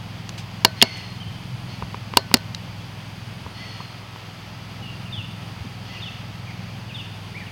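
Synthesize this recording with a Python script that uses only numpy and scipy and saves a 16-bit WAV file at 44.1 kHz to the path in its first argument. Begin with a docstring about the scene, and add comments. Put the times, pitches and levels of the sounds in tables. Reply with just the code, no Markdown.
"""Among trees, a cockatoo wheezes faintly overhead: two thin tones from its syrinx, wrapped in rasp.
Small birds squeak in falling whistles; trunks and leaves echo the calls. Close by, a small hard body
snaps in and back, two double clicks that overload the microphone, with softer taps, ticks and handling
bumps. Under it all: the low rumble of what may be a far engine idling, and the hush of leaves."""
import sys
import numpy as np
from scipy import signal
from scipy.fft import rfft, irfft
from scipy.io import wavfile

SR = 44100
rng = np.random.default_rng(int(sys.argv[2]) if len(sys.argv) > 2 else 0)


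def int16_out(signal):
    """Quantize to a 16-bit WAV file."""
    q = np.round(np.clip(np.atleast_2d(signal).T, -1, 1) * 32767)
    wavfile.write(sys.argv[1], SR, q.astype(np.int16))


N = 331416
TIME = np.arange(N) / SR

# Modes of the snapping body. Each row: frequency in Hz, level in dB, t60 in seconds.
BODY_MODES = [(118, -25, 0.12), (234, -13.5, 0.046), (305, -36, 0.06), (384, -17.5, 0.055),
              (559, -22.5, 0.055), (690, -25, 0.03), (958, -4.5, 0.025), (1184, -4, 0.01),
              (1514, -13, 0.025), (2180, -5.5, 0.011), (2390, -4, 0.011), (2842, -0.5, .016),
              (3830, -5.5, 0.012), (4277, -2.5, 0.016), (4562, 0.5, 0.016), (5063, 5, 0.0086),
              (5360, -1, 0.011), (6360, -7, 0.0071), (7030, -13, 0.011), (9100, -9.5, 0.0072),
              (10380, -6.5, 0.0066), (13300, -17, 0.0058), (648, -27.5, 0.13), (1510, -41.5, 0.54),
              (1770, -41, 0.2), (3004, -53, 0.203), (4202, -33, 0.19), (4340, -39, 0.18)]


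def gain_of(db):
    """Decibels to amplitude."""
    return 10 ** (np.asarray(db) / 20)


def unit_rms(x):
    """Scale to rms 1."""
    return x / np.sqrt(np.mean(x ** 2) + 1e-20)


def at_hz(points, hz):
    """Interpolate (Hz, value) rows on a log-frequency axis."""
    knots_hz, values = np.transpose(points)
    return np.interp(np.log(hz + 1), np.log(knots_hz + 1), values)


def hump(x, centre, width):
    """Bell curve of height 1."""
    return np.exp(-((x - centre) / width) ** 2)


def add(mix, start_s, sound):
    """Mix a sound in at start_s."""
    part = mix[max(round(start_s * SR), 0):][:len(sound)]
    part += sound[:len(part)]


def noise(spectrum, size=N):
    """Noise of rms 1, shaped by (Hz, dB) rows."""
    shape = gain_of(at_hz(spectrum, np.fft.rfftfreq(size, 1 / SR)))
    return unit_rms(irfft(rfft(rng.standard_normal(size)) * shape, size))


def band(centre_hz, width_hz, size=N):
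    """Noise of rms 1 in one resonance; at 0 Hz, a random waver."""
    offset = (np.fft.rfftfreq(size, 1 / SR) - centre_hz) / width_hz
    return unit_rms(irfft(rfft(rng.standard_normal(size)) / (1 + (2 * offset) ** 2), size))


def jittered_phase(hz, jitter, jitter_hz):
    """Phase of a tone that trembles at random; jitter is a share of the pitch."""
    tremble = band(0, jitter_hz, max(len(hz), SR))[:len(hz)]
    return 2 * np.pi * np.cumsum(hz * (1 + jitter * tremble)) / SR


def engine(gain_db=-34.5, db_per_hz=2.5, hum_db=-1.86, rumble_db=-8, waver=0.12, waver_hz=4):
    """A far idle throbs once a cycle over rumble, louder when faster; its orders waver with distance."""
    # Each row: time in seconds, cycle rate in Hz.
    idle_speed = [(0.0, 20.8), (0.63, 20.9), (1.05, 20.3), (1.36, 21.2), (2.74, 20.6), (3.29, 21.0),
                  (4.35, 20.6), (4.83, 21.2), (6.47, 20.4), (6.76, 21.2), (7.22, 20.2), (7.52, 20.2)]
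    # Each row: multiple of the cycle rate, relative level in dB.
    orders = [(3, -12), (4, -13), (5, 2), (6, 0.5), (7, -39), (8, -3), (9, -6.5), (10, -13.5), (11, -14.5),
              (13, -19.5)]
    # Each row: frequency in Hz, relative level in dB.
    rumble_spectrum = [(20, -15), (45, -10), (70, -7.5), (115, 3), (190, -0.5), (270, -12), (360, -20),
                       (700, -53.5)]
    lull_db, lull_s, lull_width_s = -5, 4.09, 0.63  # the level sinks once
    lag_rad = 0.121  # higher orders lag, spreading each throb
    rate_hz = np.interp(TIME, *np.transpose(idle_speed))
    phase = 2 * np.pi * np.cumsum(rate_hz) / SR
    level_db = gain_db + db_per_hz * (rate_hz - rate_hz.mean())
    level_db += lull_db * hump(TIME, lull_s, lull_width_s)
    hum = sum(gain_of(db) * (1 + waver * band(0, waver_hz)) * np.sin(k * phase - lag_rad * k ** 2)
              for k, db in orders)
    rumble = gain_of(rumble_db) * noise(rumble_spectrum)
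    return gain_of(level_db) * (gain_of(hum_db) * unit_rms(hum) + rumble)


def leaves(level_db=-42, flutter_db=0.37, flutter_hz=11):
    """The hush of leaves, fluttering slightly in level."""
    # Each row: frequency in Hz, relative level in dB.
    leaf_spectrum = [(150, -13.5), (280, -1), (400, -5), (520, -5), (800, -1.5), (1150, -4.5), (1550, -7.5),
                     (2600, -5.5), (3250, -6), (3950, -12.5), (4750, -8), (5500, -17), (6300, -18),
                     (7700, -28.5), (9500, -27.5), (16000, -30)]
    return gain_of(level_db + flutter_db * band(0, flutter_hz)) * noise(leaf_spectrum)


def sizzle(level_db=-66.5, ebb_db=-8, peak_s=1.45, period_s=1.95):
    """A thin high sizzle swells at a steady pace."""
    ebb = np.sin(np.pi * (TIME - peak_s) / period_s) ** 2
    return gain_of(level_db + ebb_db * ebb) * band(centre_hz=9170, width_hz=550)


def whines():
    """Faint trembling tones."""
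    # Each row: on and off in seconds, pitch in Hz, jitter as a share, rms level in dB.
    tones = [(3.5, 6.5, 1300, 0.0118, -56.5), (-0.5, 8.5, 7897, .0005, -74)]
    out = np.zeros(N)
    for on_s, off_s, hz, jitter, db in tones:
        fade = np.interp(TIME, [on_s - .2, on_s, off_s, off_s + 0.18], [0, 1, 1, 0])
        phase = jittered_phase(np.full(N, hz), jitter, jitter_hz=42.3)
        out += np.sqrt(2) * gain_of(db) * fade * np.sin(phase)
    return out


def ticks():
    """Short dry bursts of friction."""
    # Each row: start in seconds, level in dB, rise and decay in seconds, centre and width in Hz.
    bursts = [(0.2923, -23, .0002, 0.0017, 3670, 6400), (.376, -32, .012, 0.014, 3570, 4930),
              (0.8158, 2.5, 0.00015, .0013, 3170, 690), (.968, -44.5, 0.0034, 0.008, 6600, 7000),
              (2.370, -23.5, .0002, 0.0015, 3780, 4000), (2.5473, -19, .0003, 0.0018, 4400, 3050),
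              (3.802, -35, .004, 0.01, 1070, 200)]
    out, t = np.zeros(N), np.arange(SR // 8) / SR
    for start_s, db, rise_s, decay_s, centre_hz, width_hz in bursts:
        burst = band(centre_hz, width_hz, len(t)) * (1 - np.exp(-t / rise_s)) * np.exp(-t / decay_s)
        burst *= np.sqrt(decay_s * SR / 2) / np.linalg.norm(burst)  # energy of a plain decay from 1
        add(out, start_s, gain_of(db) * burst)
    return out


def strike(weight_db):
    """The body's weighted modes after one blow; neighbours swing in opposite senses."""
    hz, db, t60_s = np.transpose(BODY_MODES)[:, :, None]
    t = np.arange(SR // 2) / SR
    sense = (-1) ** np.arange(len(BODY_MODES))[:, None]
    envelopes = gain_of(db + weight_db[:, None] - 60 * t / t60_s)
    return (sense * envelopes * np.sin(2 * np.pi * hz * t)).sum(0)


def snaps(rattle_s=0.0023, scatter_db=-25, scatter_s=0.015, push_peak=0.26, push_s=0.0016):
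    """Each snap pushes the air, rings the body, rattles and scatters off things nearby."""
    # Each row: start in seconds, then force, low thud, hollow knock, mid clack, bright edge,
    # long ring and rattle in dB.
    blows = [(0.6485, 4.5, -11, -1.5, -1.5, -4, -1.5, -5.5), (.8244, 5, -0.5, -8.5, 1.5, -0.5, -4, -6.5),
             (2.1708, 4, -15, 3, -4, -7, -2.5, -6.5), (2.3409, 3, 6, -9, -3.5, 1.5, -2.5, -2)]
    scatter_spectrum = [(40, 0), (220, 6), (700, 9.5), (1800, -0.5), (3300, -12), (4400, 7),
                        (6000, -12), (14000, -39)]
    out, t = np.zeros(N), np.arange(SR // 2) / SR
    hz, _, t60_s = np.transpose(BODY_MODES)
    for start_s, force_db, thud_db, knock_db, clack_db, edge_db, ring_db, rattle_db in blows:
        colour = [(220, thud_db), (930, knock_db), (2600, clack_db), (4200, 0), (5200, edge_db)]
        ring = strike(np.where(t60_s > .1, ring_db, at_hz(colour, hz)))
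        rattle = gain_of(rattle_db) * band(1900, 8500, len(t)) * np.exp(-t / rattle_s)
        scatter = gain_of(scatter_db) * noise(scatter_spectrum, len(t)) * np.exp(-t / scatter_s)
        add(out, start_s, gain_of(force_db) * (ring + rattle + scatter))
        # the body starts to give just before it snaps
        add(out, start_s - push_s / 2, push_peak * np.hanning(int(push_s * SR)))
    return out


def cockatoo(build_s=0.08, jitter=0.0112, jitter_hz=220, overtone_db=-23):
    """Each side of the syrinx gives a thin tone, in rasp; pitch and level follow the air pressure."""
    # Each row: start and length in seconds, high tone, low tone and rasp in dB, low tone's top in Hz.
    wheezes = [(0.759, .38, -43, -36.5, -41.5, 2194), (1.679, 0.096, -50, -62, -46, 2110),
               (3.53, .41, -47.5, -43.5, -45, 2035), (5.83, 0.39, -55, -45.5, -46, 2040)]
    # Each row: frequency in Hz, relative level in dB.
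    rasp_spectrum = [(1400, -31), (1950, 4.5), (2300, -1), (2700, 5.5), (3300, 5.5), (3850, -9), (4500, 0),
                     (5150, -2), (5650, -9), (6300, -6), (7000, -26), (7800, -43), (12000, -36)]
    high_top_hz, high_sag_hz, low_sag_hz = 4430, 220, 330
    high_fade_db, low_fade_db, rasp_fade_db = -7.5, -27, -17
    out = np.zeros(N)
    for start_s, length_s, high_db, low_db, rasp_db, low_top_hz in wheezes:
        t = np.arange(0, length_s, 1 / SR)
        slack = np.interp(t, [0, min(build_s, length_s / 2), length_s], [1, 0, 1])  # 0 at full pressure
        high_phase = jittered_phase(high_top_hz - high_sag_hz * slack, jitter, jitter_hz)
        low_phase = jittered_phase(low_top_hz - low_sag_hz * slack, 2 * jitter, jitter_hz)
        high = np.sin(high_phase) + gain_of(overtone_db) * np.sin(2 * high_phase)
        high *= gain_of(high_db + high_fade_db * slack ** 2)
        low = gain_of(low_db + low_fade_db * slack) * np.sin(low_phase)
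        rasp = gain_of(rasp_db + rasp_fade_db * slack ** 3) * noise(rasp_spectrum, SR)[:len(t)]
        call = np.sqrt(2) * (high + low) + rasp
        add(out, start_s, call * signal.windows.tukey(len(t), .1))
    return out


def forest_echo(calls, onset_s=0.005):
    """Trunks and leaves scatter the calls into a soft tail."""
    # Each row: frequency in Hz, t60 in seconds.
    decay_times = [(200, .4), (1500, 1), (3000, 0.86), (6000, 0.98), (12000, .2)]
    hz, t, spectra = signal.stft(rng.standard_normal(SR), SR, nperseg=256)
    decay = gain_of(-60 * t / at_hz(decay_times, hz)[:, None])
    tail = signal.istft(spectra * decay, SR, nperseg=256)[1]
    tail *= 1 - np.exp(-np.arange(len(tail)) / SR / onset_s)
    return signal.fftconvolve(calls, tail / np.linalg.norm(tail))[:N]


def whistle(length_s, pitches_hz, db, catch_db=0, jitter=.012, jitter_hz=400, db_per_octave=10):
    """A glide through three pitches, weaker when lower; catch_db dips it where the voice breaks."""
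    progress = np.linspace(0, 1, int(length_s * SR))
    hz = np.polyval(np.polyfit([0, .5, 1], pitches_hz, 2), progress)
    catch = hump(progress, centre=0.42, width=0.085)
    level = gain_of(db + db_per_octave * np.log2(hz / hz.max()) + catch_db * catch)
    return level * signal.windows.tukey(len(hz), .25) * np.sin(jittered_phase(hz, jitter, jitter_hz))


def small_birds(chirp_s=0.0434, chirp_hz=(2994, 2686, 2520), fall_hz=(3820, 3090, 2550)):
    """Single whistles, and two-note squeaks: a scratchy chirp, then a breaking fall."""
    # Each row: start and length in seconds, first, middle and last pitch in Hz, level in dB.
    single_notes = [(1.201, 0.038, 3040, 3160, 2900, -36.5), (4.817, 0.099, 3000, 2816, 2780, -39.5),
                    (6.467, 0.052, 2525, 2210, 1870, -39), (7.341, 0.051, 1764, 2310, 2320, -34.5),
                    (7.389, 0.056, 2385, 1945, 1630, -37.5), (7.462, .03, 3010, 2680, 2400, -40)]
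    # Each row: fall's start and length in seconds, its level in dB, chirp's lead in seconds, level in dB.
    squeaks = [(5.118, 0.11, -29.5, .062, -40), (6.016, 0.087, -31, 0.07, -36),
               (6.94, .088, -31, .051, -37.5)]
    out = np.zeros(N)
    for start_s, length_s, *pitches_hz, db in single_notes:
        add(out, start_s, whistle(length_s, pitches_hz, db))
    for start_s, length_s, fall_db, lead_s, chirp_db in squeaks:
        add(out, start_s - lead_s, whistle(chirp_s, chirp_hz, chirp_db, jitter=0.031))
        add(out, start_s, whistle(length_s, fall_hz, fall_db, catch_db=-10))
    return out


def bumps():
    """Handling the microphone gives a few slow swings of pressure per bump."""
    # Each row: centre in seconds, level in dB, frequency in Hz, length in seconds.
    swings = [(1.288, -31, 90.5, 0.068), (1.539, -27, 125, .07), (1.839, -33, 75, 0.076),
              (3.46, -34, 90, 0.067), (5.19, -25.5, 107, 0.0684), (5.614, -34, 83, .07),
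              (5.652, -30, 230, 0.0323)]
    out = np.zeros(N)
    for centre_s, db, hz, length_s in swings:
        t = np.arange(0, length_s, 1 / SR)
        add(out, centre_s - length_s / 2, gain_of(db) * np.hanning(len(t)) * np.sin(2 * np.pi * hz * t))
    return out


def taps(damping_per_s=220):
    """A soft contact reaches only the body's low modes, and damps them."""
    # Each row: start in seconds, force in dB, cutoff in Hz.
    contacts = [(1.8236, -10, 1290), (1.944, -12, 1500), (2.137, -11.5, 1850), (2.314, -11.5, 1580),
                (3.4635, -16.5, 1100), (3.804, -22, 1200), (4.16, -22, 1400), (5.649, -15, 380)]
    out, hz = np.zeros(N), np.transpose(BODY_MODES)[0]
    for start_s, force_db, cutoff_hz in contacts:
        ring = strike(weight_db=-10 * np.log10(1 + (hz / cutoff_hz) ** 6))
        damping = np.exp(-damping_per_s * np.arange(len(ring)) / SR)
        add(out, start_s, gain_of(force_db) * ring * damping)
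    return out


def scene(wheeze_wet_db=-10, whistle_wet_db=-6):
    """Far birds with their echo, near clicks and the background, in mono."""
    wheezes, whistles = cockatoo(), small_birds()
    echo = forest_echo(gain_of(wheeze_wet_db) * wheezes + gain_of(whistle_wet_db) * whistles)
    near = snaps() + taps() + ticks() + bumps()
    background = engine() + leaves() + sizzle() + whines()
    return (wheezes + whistles + echo + near + background)[None]


def record(dry, cutoff_hz=16300):
    """The snaps clip at full scale; a low-pass follows."""
    lowpass = signal.firwin(255, cutoff_hz, window=("kaiser", 8), fs=SR)
    return signal.oaconvolve(np.clip(dry, -1, 1), lowpass[None], "same")


dry = scene()
out = record(dry)
int16_out(out)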